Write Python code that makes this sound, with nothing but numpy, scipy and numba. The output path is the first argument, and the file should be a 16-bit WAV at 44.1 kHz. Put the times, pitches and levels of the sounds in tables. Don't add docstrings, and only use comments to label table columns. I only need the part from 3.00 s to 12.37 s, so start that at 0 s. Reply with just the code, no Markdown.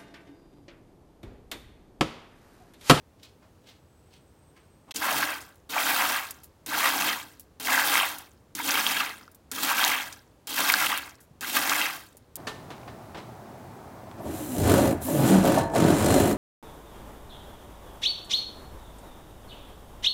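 import sys
import numpy as np
from scipy import signal
from scipy.fft import rfft, irfft
from scipy.io import wavfile
from scipy.ndimage import uniform_filter1d
from numba import njit

SR = 44100
rng = np.random.default_rng(int(sys.argv[2]) if len(sys.argv) > 2 else 0)


def to_wav(s):
    ch = np.atleast_2d(s).T
    pcm = np.round(np.clip(ch, -1, 1) * 32767)
    wavfile.write(sys.argv[1], SR, pcm.astype(np.int16))


N = 413216
T = np.arange(N) / SR

# f/Hz, level/dB
AIR_SPECTRUM = [(15, -49.5), (25, -21.5), (74, -3.5), (212, -13), (236, -12), (489, -15), (641, -18.5),
                (1040, -23), (2050, -32), (16000, -42.5)]
# t/s, level/dB, centre f/Hz, swell/s, fade/s
RUSTLE_EVENTS = [(.2, -62, 3500, .006, 0.012), (.233, -47, 3780, 0.004, 0.024),
                 (.425, -59, 1400, .0054, 0.022), (.677, -53, 3260, 0.016, 0.039),
                 (1.107, -64, 3600, .003, .012), (1.137, -53.5, 3430, 0.0076, 0.02),
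                 (1.568, -59, 1880, 0.0073, 0.038), (1.886, -55, 900, .008, 0.025)]
# t/s, f/Hz, level/dB
WHISTLE_TRACK = [(.6, 7900, -89), (.9, 7980, -80), (1.25, 8220, -76), (1.6, 8350, -74), (1.92, 8250, -79)]
# t/s, level/dB, f/Hz, t60/s
WET_TICKS = [(1.909, -27.5, 3070, 0.18), (1.96, -13.5, 6500, 0.048), (2.4134, -31, 7440, 0.068),
             (2.5561, -46, 14900, 0.054), (3.308, -20, 11000, .035), (3.434, -33, 12600, .092),
             (4.396, -35, 13800, 0.1), (5.1846, -28, 11900, .044), (6.315, -43, 13000, 0.049),
             (6.347, -38, 12200, .053), (7.1253, -23, 5550, 0.038), (7.7213, -4.5, 14000, 0.02),
             (7.975, -18, 14100, 0.044), (8.093, -33, 5930, 0.036), (8.204, -42, 11100, 0.15),
             (9.169, -38, 10900, 0.056), (9.3565, -25.5, 11800, 0.21)]
# start t/s, end t/s
SILENT_SPAN = (1.922, 1.942)
# onset t/s, spit/dB, spray/dB, spray eases t/s,
# plunge begins t/s, plunge/dB, plunge ends t/s, surge t/s, sag t/s, sag/dB, trill t/s, trill/dB,
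# bubble f/Hz, drumming/dB
PULLS = [(1.945, -31.5, -32, 0.24, .075, -26, 0.35, .14, .22, -8, 0.36, -36.5, 1596, -21.5),
         (2.692, -35, -30.5, 0.38, 0.049, -25.5, .48, 0.31, 0.28, -3.5, 0.47, -38, 1807, -24.5),
         (3.662, -21, -30, 0.36, .05, -26.5, 0.46, 0.2, .27, 2.5, 0.43, -32, 1890, -21),
         (4.598, -31, -29, 0.36, 0.0894, -24, 0.44, 0.18, 0.26, -4, 0.42, -29.5, 1799, -23),
         (5.551, -16, -30.5, 0.36, .14, -27, 0.5, .22, 0.19, -2, 0.41, -30.5, 2110, -22),
         (6.515, -17, -30.5, 0.36, .14, -25, 0.46, 0.19, 0.21, -4.5, 0.45, -33.5, 1956, -23),
         (7.471, -23.5, -29.5, 0.34, .11, -26.5, 0.48, 0.35, 0.41, -12, 0.48, -35.5, 1956, -23.5),
         (8.409, -27, -30.5, 0.37, 0.14, -26.5, .45, 0.31, .37, -2, 0.443, -30, 1752, -21)]
# f/Hz, bandwidth/Hz, level/dB
WALL_MODES = [(553, 44, -3.5), (678, 36, -3), (743, 77, -1), (867, 80, 2), (954, 100, 1), (1050, 78, 1),
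              (1178, 160, -2.5), (1435, 130, -3.5), (1537, 170, 0.5), (1940, 130, -6), (2593, 150, -5)]
# f/Hz, bandwidth/Hz, level/dB
HOLLOW_MODES = [(133, 18, -8.5), (214.3, 24, -2.5), (269.3, 24, 3.5), (300.2, 22, 3), (336.7, 20, -3),
                (445.8, 25, -3.5)]
# f/Hz, level/dB
SPRAY_SPECTRUM = [(450, -9), (800, 2.5), (2000, 2.5), (3300, 5.5), (5500, -1), (8000, -3), (11000, -1.5),
                  (14000, 2.5), (16000, 1.5)]
# t/s, level/dB, cavity f/Hz
DROP_IMPACTS = [(2.086, -19, 1150), (2.227, -15, 1660), (2.867, -11, 1490), (3.859, -12.5, 1060),
                (4.022, -12.5, 2620), (4.672, -13.5, 2000), (4.778, -11, 1600), (4.796, -9.5, 1870),
                (4.955, -5, 2020), (4.972, -8, 2320), (5, -7, 2970), (5.592, -26, 1460),
                (5.708, -8.5, 5640), (5.755, -10, 2960), (5.774, -10, 1460), (5.866, -3.5, 3190),
                (6.004, -8.5, 2680), (6.279, -34.5, 1300), (6.841, -4, 3870), (6.849, -4.5, 6350),
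                (7.7, -2, 2150), (7.739, -4.5, 4480), (7.74, -5, 1540), (7.867, -9, 2720),
                (8.568, -10, 1610), (8.696, -7, 6200), (8.815, -8, 2730)]
# t/s, level/dB
JET_DIPS = [(5.6, -31.5), (6.535, -47), (6.591, -37), (7.5, -50.5), (8.445, -31.5)]
# t/s, level/dB, f/Hz
KNOCK_EVENTS = [(8.308, -38.5, 167), (9.149, -37.5, 524)]


def undb(db):
    return 10 ** (np.asarray(db) / 20)


def unit(x):
    return x / np.sqrt(np.mean(x ** 2) + 1e-18)


def hump(age, length):
    return np.exp(-(age / length) ** 2)


def ramp(age, length):
    return np.clip(age / length, 0, 1)


def walk(rate):
    hold = int(SR / rate)
    steps = np.repeat(rng.standard_normal(N // hold + 1), hold)
    return 1.25 * uniform_filter1d(uniform_filter1d(steps, hold), hold)[:N]


def low_cut(x, hz):
    return signal.sosfilt(signal.butter(4, hz, "high", fs=SR, output="sos"), x)


def colour(x, spectrum):
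    hz, db = np.transpose(spectrum)
    f = np.maximum(np.fft.rfftfreq(8192, 1 / SR), 1)
    cepstrum = irfft(np.log(undb(np.interp(np.log(f), np.log(hz), db))))
    cepstrum[1:len(f) - 1] *= 2
    cepstrum[len(f):] = 0
    return signal.fftconvolve(x, irfft(np.exp(rfft(cepstrum))))[:N]


def resonate(x, hz, width_hz):
    hz = min(hz, .45 * SR)
    return signal.lfilter(*signal.iirpeak(hz, hz / min(width_hz, SR / 4), fs=SR), x)


def patter(rate, spread_db):
    hit = rng.random(N) < rate / SR
    size_db = spread_db * np.minimum(rng.standard_exponential(N), 6)
    return unit(hit * rng.choice([-1, 1], N) * undb(size_db))


@njit
def damped_sines(start, hz, cycles, size, glide):
    out = np.zeros(N)
    for k in range(len(start)):
        first, length = int(start[k] * SR), int(cycles[k] * SR / hz[k]) + 1
        amplitude, phase = size[k], 0.
        decay = np.exp(-6.9 / length)
        for i in range(min(length, N - first)):
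            phase += 2 * np.pi * hz[k] * (1 + glide * i / length) / SR
            out[first + i] += amplitude * np.sin(phase) * phase ** 2 / (9 + phase ** 2)
            amplitude *= decay
    return out


def echoes(x, t60, dull_hz):
    t = T[:SR // 2]
    tail = rng.standard_normal(len(t)) * np.exp(-np.log(1000) * t / t60) * (t > .0015)
    low_pass = signal.butter(1, dull_hz, fs=SR, output="sos")
    return signal.fftconvolve(x, signal.sosfilt(low_pass, tail / np.linalg.norm(tail)))[:N]


def shed_air(level_db=-58.5, waver_db=-.43):
    return undb(level_db + waver_db * walk(4.4)) * unit(colour(rng.standard_normal(N), AIR_SPECTRUM))


def rustles(width=.68, scratch_db=3, t60=.19):
    straw = colour(patter(9000, 2.2), [(200, 28), (1500, 7.5), (5000, 5.5), (9000, 3.5), (15000, 7)])
    out = np.zeros(N)
    for s, db, hz, swell, fade in RUSTLE_EVENTS:
        envelope = np.exp(-np.maximum((s - T) / swell, (T - s) / fade))
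        out += undb(db) * envelope * unit(resonate(straw, hz, width * hz))
    out *= undb(scratch_db * walk(129.9))
    return out + undb(-1.5) * echoes(out, t60, dull_hz=4500)


def whistle(width_hz=260):
    s, hz, db = np.transpose(WHISTLE_TRACK)
    tone = np.sin(2 * np.pi * np.cumsum(np.interp(T, s, hz)) / SR)
    return undb(np.interp(T, s, db, left=-140, right=-140)) * unit(tone * walk(2 * width_hz))


def bursts(rows, width):
    out, spray = np.zeros(N), low_cut(patter(9000, 3.8), 700)
    for s, db, hz, t60 in rows:
        first = int(s * SR)
        burst = unit(resonate(spray[first:first + SR // 5], hz, width * hz))
        decay = np.exp(-np.log(1000) * T[:len(burst)] / t60)
        out[first:first + len(burst)] += undb(db) * burst * decay
    return out


def ticks_and_spits(spit_hz=7500, spit_t60=.035):
    spits = [(start, db, spit_hz, spit_t60) for start, db, *_ in PULLS]
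    return undb(-9) * bursts(WET_TICKS, width=.64) + undb(-10) * bursts(spits, width=1)


def squeeze(open_s=.0024, dig_s=.032, graze_db=-27.5, surge_db=4, dribble_db_per_s=-155):
    plunge, spray, drum, trill, pitch = np.zeros((5, N))
    for (start, _, spray_db, eases, digs, plunge_db, ends,
         surges, sags, sag_db, trills, trill_db, hz, drum_db) in PULLS:
        now = T >= start
        age = np.minimum(T[now] - start, 1)
        opening = ramp(age, open_s)
        closing = ramp(age, .13)
        emptying = np.maximum(age - eases, 0) / .33
        spray[now] = opening * undb(spray_db - 11.5 * (1 - closing) - 36 * emptying ** 1.57)
        grazing = 1 - ramp(age - digs + dig_s, dig_s)
        effort_db = surge_db * hump(age - surges, .03) + sag_db * hump(age - sags, .013)
        dribble = np.maximum(age - ends, 0)
        depth_db = graze_db * grazing + dribble_db_per_s * dribble
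        plunge[now] = opening * undb(plunge_db + depth_db + effort_db)
        swell_db = 5.5 * (ramp(age, .12) - .5)
        fade_db = -81 * np.maximum(age - ends + .064, 0)
        drum[now] = opening * undb(drum_db + swell_db + fade_db)
        trill[now] = undb(trill_db) * hump(age - trills, .048)
        octaves = .4 * grazing + .55 * (age - ends / 2) - 2.2 * dribble
        pitch[now] = hz * 2 ** octaves
    return plunge, spray, drum, trill, np.where(pitch > 0, pitch, pitch[pitch > 0].mean())


def bubbles(pitch, count, octaves, cycles, spread_db, glide):
    start = rng.random(count) * T[-1]
    detune, polarity, life = rng.standard_normal((count, 3)).T
    hz = np.clip(np.interp(start, T, pitch) * 2 ** (octaves * detune), 600, 9000)
    size = np.sign(polarity) * undb(spread_db * np.minimum(rng.standard_exponential(count), 4))
    return unit(low_cut(damped_sines(start, hz, cycles * np.exp(.44 * life), size, glide), 690))


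def plops(pitch, count=420, octaves=.6, cycles=15, spread_db=3):
    jitter, detune, strength = rng.standard_normal((count, 3)).T
    start = (np.arange(count) + .5 + .5 * np.tanh(jitter)) * T[-1] / count
    hz = np.clip(np.interp(start, T, pitch) * 2 ** (octaves * detune), 700, 7000)
    rings = damped_sines(start, hz, cycles * np.ones(count), undb(spread_db * strength), glide=.062)
    return unit(low_cut(rings, 390))


def bucket(force, modes, drift=.022):
    ring = sum(undb(db) * resonate(resonate(force, hz, width), hz, width) for hz, width, db in modes)
    return np.interp(T + np.cumsum(drift * walk(5)) / SR, T, ring)


def droplets(count, low_hz, high_hz, cycles, spread_db):
    when, height, rarity = rng.random((count, 3)).T
    size = undb(spread_db * np.minimum(-np.log(rarity), 4))
    hz = low_hz + (high_hz - low_hz) * height
    return unit(damped_sines(when * T[-1], hz, cycles * np.ones(count), size, glide=0.))


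def jet(sputter_db=1.21, gurgle_db=1.92, flicker_db=2.5, usual_hz=2000):
    plunge, spray, drumming, trill, pitch = squeeze()
    fine = np.minimum(pitch / usual_hz, 1.6)
    froth = undb(-5.5) * bubbles(.9 * pitch, count=15000, octaves=.595, cycles=17, spread_db=3, glide=.08)
    gurgle = undb(-13) * bubbles(2350 * fine, count=3600, octaves=.24, cycles=40, spread_db=6, glide=.072)
    ringing = bubbles(np.full(N, 2617), count=7000, octaves=.3, cycles=49, spread_db=3.5, glide=.06)
    waver = undb(gurgle_db * walk(45))
    milk = waver * (plunge * (froth + gurgle + undb(-13.5) * plops(pitch)) + trill * ringing)
    wall = bucket(patter(4000, 1.73), WALL_MODES) * (undb(2.5) * plunge / fine + undb(6.5) * spray)
    boom = bucket(patter(4000, 1.7), HOLLOW_MODES) * drumming
    hiss_gain = spray * undb(.46 + flicker_db * walk(260))
    hiss = hiss_gain * unit(low_cut(colour(patter(12000, 3), SPRAY_SPECTRUM), 330))
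    fizz = undb(-4) * spray * droplets(count=20000, low_hz=2714, high_hz=16680, cycles=36, spread_db=2.5)
    thread = undb(-22) * spray ** .66
    sizzle = thread * droplets(count=2600, low_hz=3500, high_hz=10800, cycles=22, spread_db=4)
    return undb(sputter_db * walk(70)) * (milk + wall + boom + hiss + fizz) + sizzle


def splats(cavity_cycles=15, crack_hz=5000, crack_cycles=7.5):
    s, db, hz = np.array(DROP_IMPACTS, float).T.copy()
    each = np.ones(len(s))
    cavity = damped_sines(s, hz, cavity_cycles * each, undb(db + 2), glide=.11)
    crack = damped_sines(s, crack_hz * each, crack_cycles * each, undb(db - 2), glide=0.)
    return low_cut(cavity + crack, 500)


def gulps(length_s=.018, hz=1650):
    dips = sum(undb(db) * hump(T - s, length_s) for s, db in JET_DIPS)
    return dips * bubbles(np.full(N, hz), count=7000, octaves=.4, cycles=27, spread_db=3, glide=.09)


def knocks(cycles=10, glide=-.6):
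    s, db, hz = np.array(KNOCK_EVENTS, float).T.copy()
    return damped_sines(s, hz, cycles * np.ones(len(s)), undb(db), glide)


def scene():
    milk = jet() + gulps() + splats() + ticks_and_spits()
    milk += undb(-10) * echoes(low_cut(milk, 1200), t60=.032, dull_hz=4000)
    sources = milk + rustles() + knocks()
    room = undb(-19) * echoes(sources, t60=.3, dull_hz=3500)
    return (sources + room + whistle() + shed_air())[None]


def record(dry, top_hz=15950):
    gate = uniform_filter1d(1. * ((T < SILENT_SPAN[0]) | (T > SILENT_SPAN[1])), size=100)
    return signal.sosfilt(signal.ellip(10, .2, 70, top_hz, fs=SR, output="sos"), dry * gate)


dry = scene()
out = record(dry)
to_wav(out)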